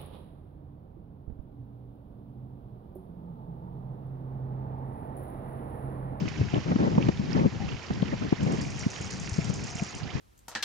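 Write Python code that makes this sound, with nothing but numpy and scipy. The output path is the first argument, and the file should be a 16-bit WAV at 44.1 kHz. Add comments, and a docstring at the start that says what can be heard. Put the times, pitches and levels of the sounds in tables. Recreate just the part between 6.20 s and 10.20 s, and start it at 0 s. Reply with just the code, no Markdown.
"""Gusty wind buffets a stereo microphone close to the ground: turbulence rumbles on its two ports
and single eddies thump against them. Further off the air hisses, a few faint hollow tones sound
in the distance, and dry leaves rustle and snap to the right. In the second half an insect in the
grass chirrs faintly, each chirp a tick and a run of scraping strokes."""
import sys
import numpy as np
from scipy import signal
from scipy.io import wavfile

SR = 44100
rng = np.random.default_rng(int(sys.argv[2]) if len(sys.argv) > 2 else 0)


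def pcm_store(signal):
    """Save signal as 16-bit PCM."""
    levels = np.round(np.clip(np.atleast_2d(signal), -1, 1) * 32767)
    wavfile.write(sys.argv[1], SR, levels.astype(np.int16).T)


N = 176400
T = np.arange(N) / SR

# Spectra give relative level per Hz. Pan is left minus right. Likeness 1 is the same on both sides.
# distant air: f/Hz, level/dB
AIR_SPECTRUM = [(30, -2.5), (150, -2), (420, 9.5), (560, -1.5), (850, 3), (1500, -7.5), (2400, -8),
                (3600, -9), (5200, -7), (6600, -10.5), (7600, -14.5), (9200, -30.5)]
# stereo image of the air: f/Hz, likeness
AIR_IMAGE = [(60, 0.93), (300, 0.66), (480, 0.043), (850, 1), (1500, 0.98), (3500, 0.72), (6000, 0.9),
             (10000, 0.015)]
# hollow tones far off: t/s, length/s, f/Hz, level/dB
DISTANT_TONES = [(1.408, 0.048, 770, -46), (3.184, .05, 675, -52), (3.515, 0.049, 736, -50),
                 (3.582, 0.023, 705, -45.5), (3.81, 0.093, 758, -52)]
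# leaf rustle: f/Hz, level/dB
LEAF_SPECTRUM = [(400, 3.5), (1200, 2), (1900, 5.5), (2800, 4.5), (3500, -6.5), (5000, -2.5), (6600, -11),
                 (7400, -31)]
# rise and fall of the rustle: t/s, level/dB
LEAF_SWELL = [(0, 2.5), (1.0, -1.5), (1.6, 1.5), (2.3, 2.5), (3.2, 0), (4, 2.5)]
# dry leaves snapping: t/s, level/dB, f/Hz, bandwidth/Hz
LEAF_SNAPS = [(0.079, -34, 2160, 900), (0.087, -41, 5900, 2950), (0.344, -32, 2600, 990),
              (.752, -43, 2980, 2500), (0.826, -34, 2280, 1290), (.859, -51, 3940, 4000),
              (0.886, -36.5, 3100, 3430), (0.973, -39, 2870, 2000), (1.109, -46, 4700, 800),
              (1.13, -36, 5000, 800), (1.736, -43.5, 5040, 3020), (1.821, -37.5, 3130, 800),
              (1.880, -36, 2520, 1190), (2.207, -36.5, 2830, 700), (2.634, -35.5, 2140, 900),
              (2.761, -38, 2800, 700), (3.074, -34.5, 2100, 1300), (3.569, -35.5, 1900, 700),
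              (3.596, -34.5, 2460, 600), (3.904, -38.5, 3200, 700)]
# the insect's chirps: t/s, length/s, level/dB
INSECT_CHIRPS = [(2.229, 0.054, -52), (2.319, .06, -50), (2.41, 0.068, -47.5), (2.501, 0.11, -50.5),
                 (2.589, 0.087, -50.5), (2.7, 0.089, -48), (2.811, 0.066, -47.5), (2.904, 0.067, -46.5),
                 (2.997, 0.068, -47), (3.09, 0.13, -46), (3.243, 0.064, -47), (3.337, .075, -47.5),
                 (3.437, 0.088, -46), (3.550, 0.074, -47), (3.632, 0.086, -49), (3.747, 0.04, -46.5)]
# its scraping: f/Hz, level/dB
SCRAPE_SPECTRUM = [(3000, -17), (4200, -1.5), (5000, 8), (6200, 9), (7400, 6.5), (8600, -1.5),
                   (10000, -70.5)]
# first stroke of a chirp: f/Hz, level/dB
TICK_SPECTRUM = [(3000, -18), (5000, -12), (7000, 48), (8600, -27), (10000, -40)]
# flow between the gusts: t/s, level/dB
LULL_FLOW = [(0, -37.5), (.3, -45), (.93, -40), (1.3, -44.5), (1.55, -45), (1.62, -55), (1.68, -49),
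             (1.98, -40.5), (2.16, -48.5), (2.6, -41.5), (2.75, -51), (2.9, -47), (3.5, -49), (3.72, -56),
             (3.8, -52.5), (4, -46)]
# gusts on the microphone: start t/s, end t/s, level/dB, pan/dB
MIC_GUSTS = [(-.02, 0.071, -31, 0), (0.177, 0.271, -35, 4), (0.337, 0.383, -28, 1.5),
             (0.463, 0.532, -27, 3), (0.592, 0.683, -24, 1.5), (0.703, 0.876, -30, 1),
             (1, 1.138, -32.5, 1.5), (1.151, 1.27, -26.5, 1.5), (1.325, 1.359, -33, 1),
             (1.406, 1.544, -35.5, 0.5), (1.722, 1.91, -36.5, -1.5), (1.93, 1.942, -27, 1),
             (2.018, 2.065, -29, 1), (2.196, 2.282, -32, 2.5), (2.268, 2.352, -26, 1),
             (2.364, 2.488, -34.5, -1), (2.5, 2.56, -42, -4), (2.813, 2.873, -43, 6),
             (2.928, 3.094, -42, 2), (3.157, 3.27, -39, 0.5), (3.26, 3.452, -36.5, 0.5),
             (3.495, 3.66, -48, 3), (3.75, 3.761, -35.5, 3), (3.817, 3.87, -39, -8), (3.934, 4.02, -35, 1)]
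# eddies hitting the ports: t/s, level/dB, f/Hz, pan/dB, level of the turbulence round each/dB
PORT_EDDIES = [(0.215, -13.5, 119, 2.5, -23.5), (0.34, -16.5, 151, 10, -26), (0.358, -33, 207, 3, -22),
               (0.519, -15, 196, 0, -21), (0.561, -16, 196, 1.5, -19.5), (0.668, -15.5, 242, 9, -24),
               (0.782, -9.5, 205, -2, -19), (.889, -22, 232, 3.5, -19), (0.999, -16.5, 176, 4, -43),
               (1.154, -15, 250, -1.5, -24), (1.264, -14.5, 200, 10, -38), (1.708, -17, 197, -2.5, -23.5),
               (1.830, -13.5, 175, 8, -24), (2.128, -14, 268, 2, -17.5), (2.230, -20, 149, 0, -29),
               (2.39, -22, 202, 7, -27), (2.667, -12.5, 205, -0.5, -32), (2.810, -30, 173, -5, -29.5),
               (3.126, -22.5, 94, 4.5, -46), (3.189, -15.5, 170, 6.5, -26), (3.301, -16, 148, 11, -28.5),
               (3.556, -24.5, 163, -4, -38), (3.624, -20, 172, 3.5, -27), (3.835, -23.5, 130, -11, -45),
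               (3.956, -16.5, 140, 19, -33.5)]
# turbulence in a brisk flow: f/Hz, level/dB
RUMBLE_SPECTRUM = [(25, -25.5), (50, -21.5), (100, -5), (170, 1.5), (260, -6.5), (400, -12), (700, -20.5),
                   (1400, -35), (2600, -47), (5500, -61.5)]
# growth of the rumble with the flow: f/Hz, slope/(dB per dB)
RUMBLE_GROWTH = [(40, -0.1), (90, 0.03), (170, .9), (300, 1.4), (500, 1.58), (800, 2), (2000, 1.78)]
# stereo image of the rumble: f/Hz, likeness
PORT_IMAGE = [(40, 1), (150, 0.29), (350, 0.86), (700, 0.83), (2000, 0.99)]
# balance between the ports: f/Hz, pan/dB
PORT_PAN = [(40, -1.5), (160, 4.5), (400, -2.5), (1000, -3.5)]

AIR_DB, AIR_PAN_DB, DISTANCE_CUT_HZ = -47, 1, 8340
LEAVES_DB, LEAVES_PAN_DB, LEAVES_GRAIN_DB = -48, -12, 3.5
STROKES_PER_S, STROKE_DEPTH, STROKE_SCATTER_DB = 120, 0.35, 1.5
TICK_DB, SCRAPE_FLICKER_DB, INSECT_LIKENESS = 7.5, 3.5, 0.89
GUST_FADE_S, EDDY_STIR_S = 0.012, 0.0074
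RUMBLE_DB, FLUTTER_DB, BRISK_DB, CALM_DB = 1, 2.92, -29, -40.5
EDDY_WIDTH_CYCLES, EDDY_SCATTER_CYCLES, PORT_TURN_HZ = 0.52, 0.051, 310
NOTCH_HZ, NOTCH_WIDTH_HZ, CUTOFF_HZ = 7965, 1480, 10250


def from_db(db):
    return 10 ** (np.asarray(db) / 20)


def rms_one(x):
    return x / np.sqrt(np.mean(x ** 2) + 1e-20)


def at_hz(table, hz):
    """Reads a table on a log-frequency axis."""
    freqs, values = np.transpose(table)
    return np.interp(np.log(hz), np.log(freqs), values)


def pan(db):
    """Left and right gains of mean power 1."""
    return rms_one(from_db([[db / 2], [-db / 2]]))


def drift(hz):
    """Random wander of rms about 1, mostly slower than hz."""
    step, settle = 40, 2000
    pole = np.exp(-2 * np.pi * hz * step / SR)
    white = rng.standard_normal(N // step + settle + 2)
    slow = signal.lfilter([1], [1, -2 * pole, pole * pole], white)[settle:]
    return np.interp(np.arange(N) / step, np.arange(len(slow)), rms_one(slow))


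def envelope(start, end, attack_s, release_s):
    """Rises up to the start, holds, dies away after the end."""
    rise = np.clip((T - start) / attack_s + 1, 0, 1)
    return rise * np.exp(-np.clip((T - end) / release_s, 0, 20))


def bandpass(x, low, high):
    return signal.sosfilt(signal.butter(2, [low, high], "band", fs=SR, output="sos"), x)


def narrow_noise(hz, width_hz):
    """Noise of rms 1 round one pitch."""
    return rms_one(bandpass(rng.standard_normal(N), hz - width_hz / 2, hz + width_hz / 2))


def noise_bands(spectrum, likeness, count):
    """Stereo noise as (f/Hz, band) pairs; the bands add up to rms 1."""
    edges = np.geomspace(spectrum[0][0], spectrum[-1][0], count + 1)
    white, bands = rng.standard_normal((2, 2, N)), []
    for k, (low, high) in enumerate(zip(edges, edges[1:])):
        mid, side = bandpass(white[k % 2], low, high)
        hz = np.sqrt(low * high)
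        alike = likeness if np.isscalar(likeness) else at_hz(likeness, hz)
        stereo = np.sqrt(1 + alike) * mid + np.sqrt(1 - alike) * side * [[1], [-1]]
        bands.append((hz, from_db(at_hz(spectrum, hz)) * stereo))
    total = np.std(sum(band for _, band in bands))
    return [(hz, band / total) for hz, band in bands]


def noise(spectrum, likeness, count):
    """Coloured stereo noise of rms 1."""
    return sum(band for _, band in noise_bands(spectrum, likeness, count))


def distant_air():
    """A steady, wide hiss at the back of the scene."""
    return from_db(AIR_DB) * pan(AIR_PAN_DB) * noise(AIR_SPECTRUM, AIR_IMAGE, count=24)


def far_tones():
    """Brief wavering tones a long way off, barely above the air."""
    return sum(from_db(db) * envelope(t, t + length, 0.015, 0.015) * narrow_noise(hz, width_hz=95)
               for t, length, hz, db in DISTANT_TONES)


def leaf_rustle():
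    """Dry leaves right of the microphone; each band flickers on its own, which makes the grain."""
    swell_db = np.interp(T, *np.transpose(LEAF_SWELL))
    flicker_db = LEAVES_GRAIN_DB * (drift(180) + drift(6)) / 2
    bands = noise_bands(LEAF_SPECTRUM, likeness=0.43, count=14)
    grains = sum(band * from_db(LEAVES_GRAIN_DB * drift(60)) for _, band in bands)
    return pan(LEAVES_PAN_DB) * from_db(LEAVES_DB + swell_db + flicker_db) * grains


def leaf_snaps():
    """Single leaves snap in the same spot, each a short burst round its own pitch."""
    snaps = sum(from_db(db) * envelope(t, t + 0.00067, 0.00033, 0.0034) * narrow_noise(hz, width)
                for t, db, hz, width in LEAF_SNAPS)
    return pan(LEAVES_PAN_DB) * snaps


def insect():
    """In the grass near by: each chirp opens with a bright tick and goes on in uneven scraping strokes."""
    chirps = sum(from_db(db) * envelope(t, t + length, attack_s=0.00067, release_s=0.019)
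                 for t, length, db in INSECT_CHIRPS)
    ticks = sum(from_db(db + TICK_DB) * envelope(t + 0.0028, t + 0.0052, 0.00083, 0.0028)
                for t, _, db in INSECT_CHIRPS)
    stroke_rate = STROKES_PER_S * (1 + 0.2433 * drift(34.7))
    strokes = 1 + STROKE_DEPTH * np.sin(2 * np.pi * np.cumsum(stroke_rate) / SR)
    strokes *= from_db(STROKE_SCATTER_DB * drift(STROKES_PER_S))
    bands = noise_bands(SCRAPE_SPECTRUM, INSECT_LIKENESS, count=16)
    scrape = sum(band * from_db(SCRAPE_FLICKER_DB * drift(68)) for _, band in bands)
    return chirps * strokes * rms_one(scrape) + ticks * noise(TICK_SPECTRUM, INSECT_LIKENESS, count=6)


def port_flow():
    """Strength of the turbulence at each port: lull, gusts and the stir round each eddy add in power."""
    power = from_db(np.interp(T, *np.transpose(LULL_FLOW))) ** 2
    for start, end, db, pan_db in MIC_GUSTS:
        gust = from_db(db) * pan(pan_db) * envelope(start, end, GUST_FADE_S, GUST_FADE_S)
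        power = power + gust ** 2
    for t, _, _, pan_db, stir_db in PORT_EDDIES:
        stir = from_db(stir_db) * pan(pan_db) * envelope(t, t, EDDY_STIR_S, EDDY_STIR_S)
        power = power + stir ** 2
    return np.sqrt(power)


def port_rumble():
    """Turbulence right on the ports; a stronger flow makes it louder and brighter."""
    flow, shared_drift, rumble = port_flow(), drift(22.5), 0
    briskness = np.maximum(flow, from_db(CALM_DB)) / from_db(BRISK_DB)  # below calm the colour holds
    for hz, band in noise_bands(RUMBLE_SPECTRUM, PORT_IMAGE, count=15):
        flutter = from_db(FLUTTER_DB * (shared_drift + drift(45)) / 2)
        tilt = briskness ** (at_hz(RUMBLE_GROWTH, hz) - 1)
        rumble += band * flutter * tilt * pan(at_hz(PORT_PAN, hz))
    return from_db(RUMBLE_DB) * flow * rumble


def eddy_thumps():
    """Each eddy is one short swing of pressure, felt a little differently at each port."""
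    thumps = np.zeros((2, N))
    for t, db, hz, pan_db, _ in PORT_EDDIES:
        phase, chance = rng.random(2)
        right_lag = EDDY_SCATTER_CYCLES * (2 * chance - 0.5)
        port_phases = np.array([[phase], [phase - right_lag]])
        cycles = (T - t) * hz
        near = np.abs(cycles) < 10
        window = np.exp(-(cycles[near] / EDDY_WIDTH_CYCLES) ** 2 / 2)
        swing = np.sin(2 * np.pi * (cycles[near] + port_phases))
        thumps[:, near] += from_db(db) * pan(pan_db) * window * swing
    return thumps


def wind():
    """Wind on the microphone: the air reaches the right port later than the left."""
    left, right = port_rumble() + eddy_thumps()
    pole = np.exp(-2 * np.pi * PORT_TURN_HZ / SR)
    late_right = signal.lfilter([-pole, 1], [1, -pole], right)  # all-pass: the lows lag most
    return np.array([left, late_right])


def scene():
    """Wind on the microphone, the insect near by; the sounds further off lose their top."""
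    air = distant_air()
    close = wind() + insect()
    far = air + leaf_rustle() + leaf_snaps() + far_tones()
    distance = signal.butter(6, DISTANCE_CUT_HZ, fs=SR, output="sos")
    return close + signal.sosfilt(distance, far)


def record(dry):
    """The recorder has a notch in the treble and cuts the top steeply."""
    notch = signal.iirnotch(NOTCH_HZ, NOTCH_HZ / NOTCH_WIDTH_HZ, fs=SR)
    top_cut = signal.cheby2(18, 45, CUTOFF_HZ, fs=SR, output="sos")
    return signal.sosfilt(top_cut, signal.lfilter(*notch, dry))


dry = scene()
out = record(dry)
pcm_store(out)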